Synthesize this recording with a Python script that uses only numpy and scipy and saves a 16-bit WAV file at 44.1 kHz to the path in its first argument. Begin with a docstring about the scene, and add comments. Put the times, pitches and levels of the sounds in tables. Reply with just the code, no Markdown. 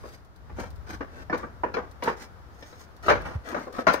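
"""Clay roof tiles knock as they are shifted and set down on a pitched roof, a metre or two away.
Each knock rings the tile and rattles the hollow roof under it. Tiles scrape on each other in
streams of tiny impacts, and grit ticks between them. Behind the work: one soft low thump,
light wind on the microphone and quiet open air."""
import sys
import numpy as np
from scipy import signal
from scipy.fft import rfft, irfft, next_fast_len
from scipy.io import wavfile
from scipy.ndimage import uniform_filter1d

SR = 44100
rng = np.random.default_rng(int(sys.argv[2]) if len(sys.argv) > 2 else 0)


def digitize_waveform(pressure):
    """Quantize a signal to 16-bit integers and store it at the path in sys.argv[1].

    Rows of a 2-D input are taken as channels; values are limited to [-1, 1].
    """
    field = np.atleast_2d(pressure).T
    bounded = np.clip(field, -1, 1)
    quanta = np.round(bounded * 32767).astype(np.int16)
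    wavfile.write(sys.argv[1], SR, quanta)


N = 176400
T = np.arange(N) / SR
RING_T = T[:int(.42 * SR)]


def undb(db):
    """Decibels to gain."""
    return 10 ** (np.asarray(db) / 20)


def unit(x):
    """Scale to rms 1."""
    return x / np.sqrt(np.mean(x ** 2) + 1e-18)


def fade(t, t60_s):
    """Exponential decay, 60 dB down at t60_s."""
    return np.exp(-np.log(1000) * t / t60_s)


def curve(t, points):
    """Interpolate (time_s, value) points."""
    return np.interp(t, *np.array(points).T)


def colour(x, points):
    """Minimum-phase filter through (freq_hz, gain_db) points."""
    size = next_fast_len(x.shape[-1] // 2 + 2048) * 2
    hz, db = np.array(points, float).T
    freqs = np.maximum(np.arange(size // 2 + 1) * SR / size, 1)
    gain = undb(np.interp(np.log(freqs), np.log(hz), db))
    cepstrum = irfft(np.log(gain))
    cepstrum[1:size // 2] *= 2
    cepstrum[size // 2 + 1:] = 0
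    return irfft(rfft(x, size) * np.exp(rfft(cepstrum)), size)[..., :x.shape[-1]]


def walk(rate_hz, size):
    """Smooth random wander, rms 1."""
    hold = int(SR / rate_hz)
    steps = rng.standard_normal(size)[np.arange(size) // hold]
    return unit(uniform_filter1d(steps, hold))


def add(out, sound, start_s):
    """Mix a sound in at start_s."""
    i = int(start_s * SR)
    part = sound[:, max(-i, 0):max(N - i, 0)]
    out[:, max(i, 0):max(i, 0) + part.shape[1]] += part


# freq_hz, side_to_mid_db
STEREO_WIDTH = [(280,-9.5),(1000,-0.5),(8000,0),(12000,-2.5)]

def spread(pair, pan_db):
    """Two unrelated signals become left and right, alike in the bass."""
    mid = colour(pair[0], [(hz, -10 * np.log10(1 + 10 ** (db / 10))) for hz, db in STEREO_WIDTH])
    side = colour(pair[1], [(hz, -10 * np.log10(0.5 + 10 ** (-db / 10))) for hz, db in STEREO_WIDTH])
    return np.array([mid + side, mid - side]) * undb([[pan_db / 2], [-pan_db / 2]])


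# freq_hz, gain_db
AIR_COLOUR = [(250,-8.5),(500,-9.5),(1400,-11),(2600,-27),(5500,-30.5),(8000,-40.5)]
# time_s, level_db
AIR_LEVEL = [(.1,-53.5),(.3,-58),(.55,-53)]

def open_air():
    """Faint countryside wash with one brief lull."""
    wash = unit(colour(rng.standard_normal((2, N)), AIR_COLOUR))
    return undb(curve(T, AIR_LEVEL)) * spread(wash, pan_db=2)


# freq_hz, gain_db
WIND_COLOUR = [(12,-26),(32,-15.5),(62,2),(100,-5),(170,-16.5),(1500,-69)]
# time_s, level_db
GUSTS = [(0,-46),(.35,-52.5),(.55,-39.5),(1,-44),(3.0,-52),(3.14,-31.5),(3.5,-53.5)]

def wind():
    """Light gusts buffet each microphone port on its own."""
    ports = np.array([unit(colour(rng.standard_normal(N), WIND_COLOUR)) for _ in range(2)])
    return ports * undb(curve(T, GUSTS)) * undb([[2], [-2]])


def thump(start_hz=132, end_hz=51, sag_s=0.0177, attack_s=0.0094, level_db=-17):
    """Soft low thump, sinking in pitch as it dies."""
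    out = np.zeros((2, N))
    pitch_hz = end_hz + (start_hz - end_hz) * np.exp(-RING_T / sag_s)
    envelope = fade(RING_T, t60_s=0.14) * np.minimum(RING_T / attack_s, 1)
    boom = np.sin(2 * np.pi * np.cumsum(pitch_hz) / SR) * envelope
    add(out, undb(level_db) * np.array([boom, boom]), start_s=3.352)
    return out


# freq_hz, gain_db
TICK_COLOUR = [(2000,-2.5),(4200,13.5),(6500,6.5),(7400,1.5),(8500,4),(14000,2)]
# start_s, level_db
TICKS = [(.248,-61),(0.361,-58.5),(0.704,-53.5),(.759,-57.5),(1.378,-47),(1.912,-53.5),(2.037,-36),(2.965,-56),(3.489,-44),(3.937,-31.5)]

def grit(fine_per_s=11, fine_db=-13):
    """Sand cracks between tile edges: a few sharp ticks, plus fine ones during slides."""
    out = np.zeros((2, N))
    t = T[:SR // 10]
    fine_ticks = [(start_s + position * length_s, slide_db + fine_db - 10 * softness)
                  for start_s, length_s, slide_db, _ in SLIDES
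                  for position, softness in rng.random((round(fine_per_s * length_s), 2))]
    for start_s, level_db in TICKS + fine_ticks:
        burst = rng.standard_normal((2, len(t))) * fade(t, t60_s=0.06)
        tick = colour(burst, TICK_COLOUR)
        tick = tick / np.std(tick[:, :SR // 200]) / np.sqrt(2)  # level set by the first 5 ms
        add(out, undb(level_db) * spread(tick, pan_db=3), start_s)
    return out


# time_s, left_minus_right_db
WORK_PAN = [(2.1,2),(3.1,2),(3.87,5)]

def place(pair, time_s):
    """Stereo position of the work, moving left near the end."""
    return spread(pair, curve(time_s, WORK_PAN))


# freq_hz, level_db
TILE_MODES = [(490,4),(612,2),(1000,7.5),(1163,4),(1465,0),(1830,9),(2315,13),(5230,11.5)]

def tile_ring(detune=0.0026, scatter_db=2.5):
    """Modes of a tile, slightly different wherever it is touched."""
    ring = 0
    for freq_hz, level_db in TILE_MODES:
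        pitch_draw, level_draw = rng.standard_normal(2)
        phase = 2 * np.pi * (freq_hz * (1 + detune * pitch_draw) * RING_T + rng.random((2, 1)))
        ring = ring + undb(level_db + scatter_db * level_draw) * np.sin(phase)
    return ring * fade(RING_T, t60_s=0.12)


# freq_hz, gain_db
SLIDE_COLOUR = [(80,-7),(250,7.5),(700,3),(1700,0.5),(2800,-15),(6300,-17),(7400,-29),(8600,-25),(10500,-34.5),(14000,-31.5)]
# start_s, length_s, level_db, brightness_db
SLIDES = [(-.1,0.25,-53.5,14),(0.554,0.075,-33.5,2),(0.856,0.079,-35.5,3.5),(1.068,0.15,-41.5,0),(1.333,0.096,-46,6),
          (2.008,0.088,-30.5,0),(2.159,0.059,-38.5,10),(2.491,0.344,-54,14),(3.022,0.066,-31,1),(3.119,0.24,-38,-3),(3.427,0.089,-35.5,2),(3.5,0.14,-39,1.5),(3.715,0.082,-32.5,1.5),(3.907,0.045,-37,10)]

def slides(grains_per_s=3000, scatter_db=6.5, judder_db=2.5, ring_db=-10.5, release_s=0.024):
    """Rough clay catches and slips: a swelling, juddering stream of tiny impacts rings the tile."""
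    out = np.zeros((2, N))
    size = len(RING_T)
    for start_s, length_s, level_db, brightness_db in SLIDES:
        clatter = rng.standard_normal((2, size)) * fade(RING_T, t60_s=0.041)
        ring = unit(colour(tile_ring(), SLIDE_COLOUR))
        body = unit(colour(clatter, SLIDE_COLOUR)) + undb(ring_db) * ring
        body = place(body / np.sqrt(np.sum(body ** 2)), start_s)
        impacts = (rng.random(size) < grains_per_s / SR) * rng.choice([-1, 1], size)
        strength = undb(scatter_db * np.clip(rng.standard_normal(size), -2, 2))
        swell = np.minimum(RING_T / (0.6 * length_s), 1)
        release = np.exp(-np.maximum(RING_T - length_s, 0) / release_s)
        judder = undb(judder_db * walk(rate_hz=54.5, size=size))
        rub = undb(level_db) * unit(impacts * strength) * swell * release * judder
        scrape = signal.fftconvolve(rub[None], body, axes=1)[:, :size]
        tilt = [(400, -brightness_db / 2), (1400, 0), (6500, brightness_db)]
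        add(out, colour(scrape, tilt), start_s)
    return out


def contact(x, spacing_hz=95, depth_db=4.2):
    """The point of contact favours some resonances and mutes others."""
    freq_hz = np.cumsum(spacing_hz * np.geomspace(1, 5, 70))
    gain_db = depth_db * np.clip(rng.standard_normal(len(freq_hz)), -2, 1.3)
    return colour(x, np.column_stack([freq_hz, gain_db - np.mean(gain_db)]))


def spot_note(pitch_hz, overtone_ratio=2.98, overtone_db=-16):
    """Short, clear ring of the struck spot, with one overtone."""
    phase = 2 * np.pi * (pitch_hz * RING_T + rng.random((2, 1)))
    tone = np.sin(phase) + undb(overtone_db) * np.sin(overtone_ratio * phase)
    return tone * fade(RING_T, t60_s=0.105)


# freq_hz, gain_db
KNOCK_COLOUR = [(30,-21.5),(140,-13),(230,-2.5),(550,-0.5),(820,-3.5),(1500,-6),(2100,-12),(3000,-20),(6600,-30),(7600,-47.5)]
# start_s, level_db, hardness_db, pitch_hz
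KNOCKS = [(.036,-38.5,-14,1096),(.053,-39.5,-22,601),(.496,-42.5,-5,840),(.584,-29,-12,245),(1.006,-26,-7.5,282),
          (1.297,-24.5,-12,1760),(1.327,-18,-10,1475),(1.339,-25.5,0,490),(1.430,-28,-20,1175),(1.634,-16.5,-19.5,970),(1.74,-24.5,2.5,1395),(1.765,-20,-10.5,479),(1.776,-25,-37,496.5),
          (2.023,-25,2,958),(2.074,-15.5,-7,931),(2.087,-23,-5.5,1090),(2.624,-42.5,12,1795),(2.726,-47.5,10,1320),(3.082,-9.5,-6.5,1294),(3.095,-12,2,583),(3.109,-11,-8,431.6),
          (3.527,-30,-11,346),(3.544,-22,-7,595),(3.564,-26,-13,1294),(3.669,-32.5,-43,502),(3.783,-21.5,-11,1292),(3.868,-8,-2.5,642),(3.884,-10.5,-2.5,1372),(3.938,-18,-4,556)]

def knocks(attack_s=0.0014, crack_db=1.5, roof_db=-16.5, rattle_db=4.5, ring_db=-7, note_db=-4):
    """A crack of contact rattles the interlocked tiles; the tile rings, the hollow roof dies away."""
    out = np.zeros((2, N))
    size = len(RING_T)
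    rise = 1 - np.exp(-RING_T / attack_s)
    crack = undb(crack_db) * fade(RING_T, t60_s=0.06)
    blow = fade(RING_T, t60_s=0.19)
    roof = undb(roof_db) * fade(RING_T, t60_s=0.64)
    envelope = rise * (crack + blow + roof)
    for start_s, level_db, hardness_db, pitch_hz in KNOCKS:
        rattle = undb(rattle_db * np.tanh(walk(rate_hz=260, size=size)))
        clatter = unit(colour(rng.standard_normal((2, size)) * envelope * rattle, KNOCK_COLOUR))
        ring = unit(colour(tile_ring() * rise, KNOCK_COLOUR))
        body = unit(contact(clatter + undb(ring_db) * ring))
        note = unit(spot_note(pitch_hz) * rise)
        hit = place(body + undb(note_db) * note, start_s)
        hit = hit / np.std(hit[:, :SR // 40]) / 2  # level set by the first 25 ms
        # More bass for gentle knocks, slightly more for high notes.
        bass_db = 0.217 * (-15.5 - level_db) + 0.5 * np.log2(pitch_hz / 806)
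        shelves = [(400, bass_db), (1000, 0), (1600, 0), (3500, hardness_db)]
        add(out, undb(level_db) * colour(hit, shelves), start_s)
    return out


def scene():
    """Roof work in the open air."""
    return knocks() + slides() + grit() + thump() + wind() + open_air()


def record(dry):
    """Steep low-pass on the top treble."""
    cutoff_hz = 15500
    return signal.sosfilt(signal.ellip(8, .2, 80, cutoff_hz, fs=SR, output="sos"), dry)


dry = scene()
out = record(dry)
digitize_waveform(out)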